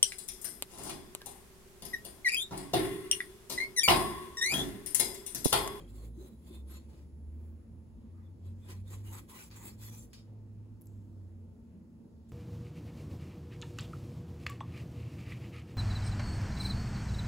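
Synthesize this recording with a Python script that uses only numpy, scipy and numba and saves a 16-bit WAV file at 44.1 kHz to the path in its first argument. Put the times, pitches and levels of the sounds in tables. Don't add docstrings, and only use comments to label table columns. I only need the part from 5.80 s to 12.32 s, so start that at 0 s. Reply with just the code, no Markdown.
import sys
import numpy as np
from scipy import signal
from scipy.fft import rfft, irfft
from scipy.io import wavfile
from scipy.ndimage import uniform_filter1d
from numba import njit

SR = 44100
rng = np.random.default_rng(int(sys.argv[2]) if len(sys.argv) > 2 else 0)


def volts(x):
    e = np.asarray(x, float) / 20
    return 10 ** e


def master(y):
    cut = np.clip(np.atleast_2d(y).T, -1, 1)
    pcm = np.round(cut * 32767)
    wavfile.write(sys.argv[1], SR, pcm.astype(np.int16))


N = 287532
T = np.arange(N) / SR
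JOIN_HZ = 6400


# start of full pressure, attack, hold and release in seconds, board level in dB.
STROKES = [(0, .05, 0.0067, 0.12, -69), (0.156, 0.18, 0.1, 0.067, -74.5), (0.412, .09, 0.068, 0.12, -78.5),
           (0.701, 0.15, 0.056, 0.11, -72), (0.9, 0.06, 0.048, 0.17, -67), (1.108, 0.11, .11, 0.077, -77.5),
           (1.606, 0.22, 0.066, 0.18, -83), (2.403, 0.11, 0.077, 0.11, -81),
           (2.667, 0.081, 0.021, 0.1, -80.5), (2.902, 0.13, 0.019, 0.12, -63.5),
           (3.115, 0.085, 0.045, 0.12, -64.5), (3.29, 0.094, 0.099, 0.11, -63),
           (3.498, 0.028, .14, 0.11, -64.5), (3.711, 0.016, .08, .15, -66),
           (3.84, 0.22, 0.045, 0.12, -61.5), (4.047, 0.11, 0.12, 0.12, -66.5),
           (4.154, .06, 0.041, 0.096, -70), (4.331, .001, 0.017, 0.11, -69.5),
           (6.489, 0.0093, 0.036, .05, -84.5)]
# share of free ringing (0-1), bending of the blade's notes in percent,
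# board thud and blade level in dB over the board, blade tilt in dB per band.
GRIPS = [(0.54, 1, 18.5, -0.5, -8), (0.58, 2.5, 14.5, 5.5, -4), (0.52, 3, 22.5, 5.5, -2.5),
         (0.86, 1.5, 12.5, 5, -4.5), (0.51, 2, 4, 4, -9), (0.24, 3, 13.5, 4.5, -8),
         (0.46, 3, 19, -11.5, 3.5), (0.57, -3, 7, -17, 2), (0.76, 0, 17.5, 8, -8.5),
         (0.35, -2.5, 4.5, 1.5, -6.5), (0.33, 0.4, 5.5, 3, -7), (0.25, -1.6, -0.5, 0.5, -3.5),
         (0.21, 0.5, 0.5, 3.5, -3.5), (0.14, -2, -2.5, 5, -7.5), (0.2, -0.1, 4, 0, -4),
         (0.11, -1.3, -1.5, 5.5, -3), (0.26, -0.5, 0, 7, -4.5), (0.042, -6.5, -16, 13.5, -13),
         (0.044, -9.5, -21, 9, -6.5)]
KNIFE_BANDS_HZ = [690, 2400, 6600, 11400, 13600, 19000]
# frequency in Hz, likeness (-1 to 1).
KNIFE_ALIKE = [(300, 0.91), (1100, 0.44), (1700, -0.43), (2400, 0.14), (2750, -0.66), (3100, 0.0042),
               (3700, 0.13), (5100, -0.37), (6300, -0.54)]


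def knife():
    pressure_db = [db + swell(*shape, edge_db=22, curve=1.074) for *shape, db in STROKES]
    board_db, free, bend, thud_db, blade_db, tilt_db = loudest(pressure_db, np.transpose(GRIPS))
    free = np.clip(free, .05, .95)
    fibres_db = 1.33 * np.repeat(rng.exponential(size=N // 24 + 1), 24)[:N]
    catches = volts(fibres_db + 1.94 * walk(45))
    slips = unit(rng.standard_normal((2, N)) * catches)
    rasp = unit(rng.standard_normal((2, N)) * catches)

    ringing = blade_ring(slips, bend)
    damped = flesh_hiss(rasp)
    band_db = (0,
               blade_db - 3.0,
               blade_db + tilt_db + 5.5,
               blade_db + 2 * tilt_db + 0.5,
               blade_db + 1.8 * tilt_db + 4.5 - 6 * free)
    out = volts(thud_db) * board_thud()
    for low_hz, high_hz, db in zip(KNIFE_BANDS_HZ, KNIFE_BANDS_HZ[1:], band_db):
        ringing_part = np.sqrt(free) * unit(band(ringing, low_hz, high_hz))
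        damped_part = np.sqrt(1 - free) * unit(band(damped, low_hz, high_hz))
        out = out + volts(db) * (ringing_part + damped_part)

    low_db, high_db = bites()
    out = volts(low_db) * band(out, 1, JOIN_HZ) + volts(high_db) * band(out, JOIN_HZ, 21000)
    out = out * volts(board_db) + singing(slips)
    return spread(out, KNIFE_ALIKE) * volts(np.array([[.5], [-.5]]))


# frequency in Hz, width in Hz, level in dB.
BLADE = [(1040, 45, -1), (2080, 580, -3), (2543, 76, -3.5), (3320, 300, 6), (3940, 160, 2.5),
         (4470, 330, 1.5), (5150, 31, -8), (6180, 90, 1), (7380, 40, -0.5), (8480, 330, 9.5),
         (6900, 300, -1.5), (10450, 110, 2), (10030, 970, 4), (11500, 73, 1.5), (12290, 230, 3),
         (2800, 280, -3.5), (13600, 440, 4), (14600, 180, 0), (15100, 770, 6)]


def blade_ring(slips, bend):
    struck = 0
    for k, (hz, width, db) in enumerate(BLADE):
        level = (-1) ** k * volts(db + 2 * walk(18)) / np.sqrt(width)
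        struck = struck + level * ring(slips, hz * (1 + bend / 100), width)
    return sum(ring(struck, hz * (1 + bend / 100), 3 * width) for hz, width, _ in BLADE)


def flesh_hiss(rasp):
    out = .4 * rasp
    for hz in np.arange(750, 16300, 380.):
        out = out + volts(5.5 * walk(24) - 6) * ring(rasp, hz + 90 * rng.standard_normal(), 170)
    return out


# frequency in Hz, width in Hz, level in dB.
BOARD = [(162.7, 15.3, 1), (279, 11, -2), (358, 43, -2), (528, 33, -11.5)]


def board_thud():
    return unit(sum(volts(db) * ring(rng.standard_normal((2, N)), hz, width) for hz, width, db in BOARD))


# middle in seconds, level in dB, frequency in
# Hz, length in seconds.
SINGS = [(0.218, -76, 1080, 0.054), (0.447, -77.5, 3940, 0.17), (0.751, -68, 3620, 0.11),
         (0.938, -65.5, 11500, 0.09), (0.955, -69, 4270, 0.1), (0.959, -67.5, 7080, 0.069),
         (0.972, -76, 2500, 0.027), (2.392, -77, 1204, 0.083), (2.466, -84, 3480, .06),
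         (2.847, -74, 3520, 0.049), (3.088, -70, 3670, 0.041), (4.026, -72.5, 3480, 0.064),
         (2.912, -59.5, 8240, 0.035), (3.143, -68.5, 1040, 0.059), (3.288, -64.5, 2880, 0.053),
         (3.345, -64, 1034, 0.058), (3.539, -61, 1040, 0.071), (3.57, -65, 1950, 0.063),
         (3.72, -67, 4700, 0.03), (3.872, -56, 8400, 0.04), (3.865, -57, 12900, 0.049),
         (4.063, -57.5, 11540, 0.029), (4.073, -65.5, 4270, 0.033), (4.197, -69, 9910, .045),
         (4.174, -69, 14700, .05), (4.2, -66, 6300, 0.086), (4.198, -65, 7320, 0.049),
         (4.218, -68, 8300, 0.052), (4.387, -72, 4950, 0.1), (4.37, -76, 5560, .05),
         (4.367, -79, 10700, .06), (4.385, -76, 3800, 0.075), (3.02, -82, 10700, .1),
         (3.45, -84, 10700, .12), (4.238, -75, 10700, .1), (4.1, -72, 3450, .12), (4.2, -67, 10000, .07),
         (0.212, -74, 4300, 0.087), (.2, -85, 7390, .12), (0.427, -73, 6370, 0.11),
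         (3.346, -64.5, 900, .08), (3.83, -65.5, 940, 0.14), (3.143, -77, 1960, .05),
         (4.098, -78, 4000, .1),
         (0.139, -75, 9130, 0.05), (0.418, -76, 4010, 0.05), (0.726, -72, 10680, 0.05),
          (0.749, -78, 2760, 0.05), (0.896, -68, 10720, 0.05), (0.913, -73, 11800, 0.05),
          (0.92, -82, 3270, 0.045), (0.943, -68, 9910, 0.05), (0.942, -71, 1290, 0.065),
          (0.94, -76, 6120, 0.05), (0.958, -72, 3960, 0.04), (0.958, -65.5, 8480, 0.05),
          (0.958, -78, 1940, 0.05), (0.964, -73, 2630, 0.042), (3.143, -74, 3960, 0.05),
          (3.155, -71, 8480, 0.056), (3.338, -71, 14040, 0.05), (3.344, -61, 7970, 0.042),
          (3.349, -73, 11890, 0.054), (3.512, -70, 10030, 0.046), (3.535, -70, 14170, 0.05),
          (3.558, -65, 15630, 0.054), (3.57, -73, 8350, 0.05), (3.582, -65, 2890, 0.065),
          (3.582, -74, 3960, 0.055), (3.587, -66, 12700, 0.05), (3.599, -66, 9560, 0.05),
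          (3.606, -64.5, 1460, 0.05), (3.628, -70, 10380, 0.05), (3.638, -66, 10080, 0.05),
          (3.86, -62, 8790, 0.05), (3.866, -68, 10900, 0.05), (3.866, -60, 15630, 0.05),
          (3.884, -73, 2070, 0.056), (4.043, -65, 8350, 0.05), (4.058, -71, 10030, 0.05),
          (4.058, -69, 11460, 0.05), (4.081, -65, 14080, 0.05), (4.145, -64, 6120, 0.045),
          (4.158, -71, 11840, 0.059), (4.185, -71, 14080, 0.05), (4.191, -68, 13520, 0.05),
          (4.197, -66, 7280, 0.043), (4.218, -67, 8480, 0.05)]


def singing(slips):
    out = 0
    for s, db, hz, length in SINGS:
        shape = np.exp(-((T - s) / length * 2) ** 2)
        tone = ring(slips, hz, width=65)
        loudness = np.sqrt(np.average(np.mean(tone ** 2, axis=0), weights=shape ** 2))
        out = out + volts(db + 2.0) * shape * tone / loudness
    return out


# start in seconds, jump in dB below and above the join
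# frequency, settling time in seconds.
BITES = [(2.886, 4, 6, 0.039), (3.075, 0.5, 7.5, .03), (3.102, 1.5, 6, 0.049), (3.27, 1, -0.5, .04),
         (3.326, 5, 8, 0.039), (3.49, -0.5, -1, .03), (3.525, 1.5, 1.5, 0.025), (3.55, 4, 2.5, 0.046),
         (3.704, 1.5, -6, 0.047), (3.76, 1, 8, 0.054), (3.851, 2, 5, 0.035), (4.014, 1, 0.5, .08),
         (4.104, -9, -10, 0.02), (4.158, -7, -5, .01), (4.171, 0.5, 5.5, .06), (.9, 1, 3, 0.028),
         (.7, 0, -1.5, .04)]


def bites():
    start, low_db, high_db, settle = np.transpose(BITES)
    since = np.maximum(T - start[:, None], 0)
    shape = np.minimum(since / 0.0018, 1) * np.exp(-since / np.maximum(settle[:, None], .004))
    return np.array([low_db, high_db]) @ shape


# start in seconds, peak in dB, frequency in Hz,
# time to ring down by 60 dB in seconds.
TICKS = [(0.0114, -60.5, 3240, 0.028), (0.0433, -65, 3240, 0.035), (0.0767, -67.5, 3240, 0.024),
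         (3.7044, -56, 4687, 0.0023), (4.174, -50, 11790, 0.003), (4.19, -58, 10500, 0.003),
         (4.3328, -49, 7140, 0.004), (4.3328, -54, 3500, 0.0025), (4.338, -54, 7100, 0.006),
         (4.3487, -53, 5626, 0.0045), (4.5361, -73, 10450, 0.0032), (4.5884, -74, 4060, 0.003),
         (6.4901, -70, 6873, 0.0034), (6.4944, -58.5, 7590, 0.0039)]
# start in seconds, peak in dB, frequency in Hz,
# time to ring down by 60 dB in seconds.
POPS = [(5.0121, -46, 14800, .002), (5.0144, -60, 15000, .002), (5.0176, -49, 11300, .0025),
        (5.02, -51, 10800, .002), (5.0213, -56, 12200, .002), (5.0233, -60, 11500, .004),
        (5.0574, -54, 12000, .003), (5.0608, -57, 11900, .002), (5.0692, -60, 8200, .003),
        (5.0715, -69, 4800, .004), (5.0693, -51, 12500, .002), (5.0715, -54, 7500, .003)]
# start in seconds, peak in dB, frequency in Hz,
# time to ring down by 60 dB in seconds.
KNOCKS = [(1.405, -61, 551, 0.031), (1.718, -69, 611, 0.03), (4.588, -79, 554, 0.027),
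          (0.02, -59.5, 330, 0.093), (0.375, -45, 330, 0.091), (0.408, -48, 385, 0.062),
          (0.705, -46, 345, 0.08), (0.514, -46.5, 210.5, 0.12), (1.02, -54, 218, 0.096),
          (1.08, -58, 330, .1), (1.085, -67, 537, 0.11), (1.226, -57, 243, 0.079),
          (2.237, -45.5, 221, 0.13), (4.902, -60, 194, 0.11), (5.671, -51, 178, 0.087),
          (5.949, -50.5, 209.4, 0.24), (6.198, -49, 230, 0.16)]


def ticks_and_knocks():
    out, t = np.zeros(N + 8192), np.arange(8192) / SR
    for s, db, hz, t60 in TICKS + POPS + KNOCKS:
        fade = np.exp(-np.log(1000) * t / t60) * np.minimum(t / (0.1 * t60), 1)
        noise = uniform_filter1d(rng.standard_normal(len(t)), size=5)
        snap = 0.5 * noise * (hz > 4000) * np.exp(-t / 0.00046)
        out[int(s * SR):][:len(t)] += volts(db + 7) * (fade + snap) * np.sin(2 * np.pi * hz * t)
    return out[:N]


# start and release in seconds, level in dB, frequency and width in Hz.
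PEEL = [
    (5.018, 0.11, -72, 11500, 6060),
    (5.072, 0.097, -74, 7900, 2500),
]


def peeling():
    crackle = rng.standard_normal(N) * volts(1.5 * rng.exponential(size=N))
    out = 0
    for s, fall, db, hz, width in PEEL:
        level = volts(db + swell(s, 0.0044, 0, fall, edge_db=11.8, curve=0.5))
        out = out + level * unit(ring(ring(crackle, hz, width), hz, width))
    return out


def near_tiles(hits):
    tail = rng.standard_normal((2, 4096)) * np.exp(-np.arange(4096) / SR / 0.0033)
    return hits + volts(-30.5) * signal.fftconvolve(hits[None], tail)[:, :N]


# time in seconds, firing frequency in Hz.
ENGINE = [(0, 45.8), (.29, 57.97), (.6, 63.9), (1.0, 71.4), (1.54, 77.17), (2.2, 85.47), (3.0, 96.6),
          (3.6, 104.3), (4.2, 108.6), (4.57, 104.4), (4.96, 102.8), (5.39, 95.5), (5.8, 89.6),
          (6.21, 87.25), (6.52, 66.8)]
# loudest moment, swell and fade in seconds, level in dB,
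# left minus right in dB.
SWELLS = [(.3, .45, 0.2, -43.5, -1.5), (.42, .15, 0.053, -46.5, -1.5), (.58, 0.069, 0.076, -53.5, -1),
          (.89, 0.26, 0.2, -44, -0.5), (1.1, .15, .09, -50.5, -2.5), (1.22, .05, .2, -51.5, 2),
          (1.58, 0.42, 0.44, -44, -1), (1.74, .15, .09, -46.5, -5), (1.93, 0.14, 0.33, -51, -5),
          (2.3, 0.087, 0.42, -49, 2.5), (2.48, 0.18, 0.22, -49.5, 3.5), (2.69, 0.18, 0.19, -45, 0),
          (2.99, 0.21, 0.29, -44, -1), (3.3, 0.64, 0.13, -44.5, -1), (3.78, 0.17, 0.23, -53, -1),
          (4.07, 0.19, 0.28, -48.5, -1), (4.55, 0.24, 0.33, -48, -1), (4.76, 0.19, 0.28, -47, -1.5),
          (4.94, .15, .1, -50, -4.5), (5.12, 0.17, 0.26, -47.5, -3.5), (5.41, 0.22, .45, -46.5, -1.5),
          (5.65, .2, 0.19, -51.5, -1), (5.98, .1, 0.18, -60.5, 0.5), (6.41, 0.15, 0.18, -55, -1.5)]
CANCELS = [(.63, 0.018), (1.175, 0.018), (1.818, 0.051), (2.228, 0.025), (2.578, 0.017), (4.33, 0.036),
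           (5.033, 0.052), (5.788, 0.058)]
# middle and swell in seconds, level in dB.
DOUBLE = [
    (.15, 0.39, -59.5),
    (3, 0.26, -58.5),
    (4.6, 2.1, -64.5),
]


def engine():
    hz = np.interp(T, *np.transpose(ENGINE))
    paths_db = [db + swell(s, rise, 0, fall, edge_db=15, curve=1.69) for s, rise, fall, db, _ in SWELLS]
    db, pan_db = loudest(paths_db, [np.transpose(SWELLS)[-1]])
    phase = 2 * np.pi * np.cumsum(hz * (1 + 0.01163 * walk(14))) / SR
    firing = volts(db + 1.0 * walk(18)) * np.sin(phase)
    double = volts(passing(DOUBLE) + 5.2 * walk(9)) * np.sin(2 * phase)
    tone = firing + double
    for s, length in CANCELS:
        tone = tone * (1 - 0.59 * np.exp(-((T - s) / length) ** 2))
    return np.sqrt(2) * tone * volts(np.array([pan_db, -pan_db]) / 2)


# middle and swell in seconds, level in dB.
TRAFFIC = [(1.4, 1, -58), (2.16, 0.15, -52.5), (3.1, 0.56, -54.5), (4.25, 0.88, -58), (4.78, 0.3, -58),
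           (5.4, 0.53, -58)]


def traffic():
    return volts(passing(TRAFFIC)) * unit(ring(ring(pair(0.93), 56.3, 22), 56.3, 22))


# frequency in Hz, level in dB per Hz.
ROOM = [(15, -40), (25, -5), (71, 1), (96, 9.5), (140, -9.5), (233, 2.5), (288, -12), (448, -11),
        (649, -33.5), (801, -18.5), (987, -31), (3310, -39.5), (6500, -46.5), (8450, -80), (14300, -120)]
# frequency in Hz, width in Hz, level in dB.
ROOM_MODES = [(104.7, 3.3, -71), (119.7, 2.7, -73), (169, 6.4, -69), (225.67, 4.4, -62),
              (247.6, 4.1, -69.5), (330, 8.2, -70.5), (889.6, 18, -86), (1040, 64, -99)]


def room_rumble():
    hz_points, db_points = np.transpose(ROOM)
    rumble, drift = 0, walk(0.8)
    for hz in 28 * 2 ** np.arange(0, 8, .5):
        db = np.interp(np.log(hz), np.log(hz_points), db_points) + .4 * drift + 2.2 * walk(9)
        rumble = rumble + volts(db) * ring(ring(pair(1.05 - hz / 900), hz, hz / 2), hz, hz / 2)
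    out = unit(rumble) * volts(-57)
    for hz, width, db in ROOM_MODES:
        out = out + volts(db) * unit(ring(ring(pair(1.02 - hz / 1500), hz, width), hz, 4 * width))
    return out


def hiss():
    air = pair(0)
    return volts(-87) * (unit(band(air, 3850, 10000)) + volts(-0.5) * unit(band(air, 9350, 21000)))


# frequency in Hz, level in dB.
WHINE = [(7133, -102), (10697, -89.5), (14266, -106)]
# time in seconds, change in dB.
WHINE_FADE = [
    (0, 11),
    (2.2, 3),
    (2.9, -11),
    (4.4, -7),
    (5.2, -3),
]


def supply_whine():
    fade = volts(np.interp(T, *np.transpose(WHINE_FADE)) + 2.0 * walk(25))
    wobble = np.cumsum(0.0004 * walk(60)) / SR
    tones = sum(np.sqrt(2) * volts(db - 2.5) * np.sin(2 * np.pi * hz * (T + wobble)) for hz, db in WHINE)
    return fade * tones


def swell(s, attack, hold, release, edge_db, curve):
    before = np.maximum(s - T, 0) / np.maximum(attack, .001)
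    after = np.maximum(T - s - hold, 0) / np.maximum(release, .002)
    return -edge_db * (before + after) ** curve


def loudest(levels_db, columns):
    top = np.argmax(levels_db, axis=0)
    level_db = np.maximum(np.max(levels_db, axis=0), -140)
    traits = [uniform_filter1d(np.array(c, float)[top], size=900) for c in columns]
    return level_db, *traits


def passing(rows):
    return loudest([db + swell(s, length, 0, length, 9.4, 1.2) for s, length, db in rows], [])[0]


def walk(rate):
    k = int(SR / rate)
    steps = np.repeat(rng.standard_normal(N // k + 1), k)
    return 1.275 * uniform_filter1d(uniform_filter1d(steps, k), k)[:N]


def unit(x):
    return x / np.sqrt(np.mean(x ** 2))


@njit
def moving_ring(x, hz, width):
    y, b, l = np.empty(len(x)), 0., 0.
    for i in range(len(x)):
        g, k = np.tan(np.pi * hz[i] / SR), width / hz[i]
        v = (b + g * (x[i] - l)) / (1 + g * (g + k))
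        b, l, y[i] = 2 * v - b, l + 2 * g * v, k * v
    return y


def ring(x, hz, width):
    if np.ndim(hz):
        return np.array([moving_ring(c, hz, 1. * width) for c in x])
    return signal.lfilter(*signal.iirpeak(hz, hz / width, SR), x)


def band(x, low_hz, high_hz):
    hz = np.arange(N // 2 + 1) * SR / N

    def edge(at):
        return np.clip((hz / at - 1) * 4 + .5, 0, 1)

    return irfft(rfft(x) * (edge(low_hz) - edge(high_hz)), N)


def pair(alike):
    mid, side = rng.standard_normal((2, N))
    alike = np.clip(alike, 0, 1)
    return np.sqrt((1 + alike) / 2) * mid + np.sqrt((1 - alike) / 2) * side * np.array([[1], [-1]])


def spread(two, alike):
    hz, share = np.transpose(alike)
    c = np.interp(np.log(np.arange(1, N // 2 + 2) * SR / N), np.log(hz), share)
    c = np.clip(c, -1, 1)
    mid, side = rfft(two) * np.sqrt([(1 + c) / 2, (1 - c) / 2])
    return irfft(np.array([mid + side, mid - side]), N)


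def scene():
    hits = near_tiles(ticks_and_knocks() + peeling())
    return knife() + hits + engine() + traffic() + room_rumble() + hiss() + supply_whine()


def band_limit(x):
    return signal.sosfilt(signal.butter(12, 16520, fs=SR, output="sos"), x)


def record(dry):
    hz = np.arange(N // 2 + 1) * SR / N
    bass_cut = np.sqrt(1 + (46 / (hz + 1)) ** 8)
    top_cut = np.sqrt(1 + (hz / 15790) ** 1200)
    left, right = rfft(dry) / bass_cut / top_cut
    joined = np.clip((hz - JOIN_HZ) / 900 + .5, 0, 1) * .97
    own = left * np.exp(1j * .25)
    late = right * np.exp(-2j * np.pi * hz * .00022)
    left = np.sqrt(1 - joined) * own - np.sqrt(joined) * late
    mix = irfft(np.array([left, right]), N)
    return band_limit(mix)


dry = scene()
out = record(dry)
master(out)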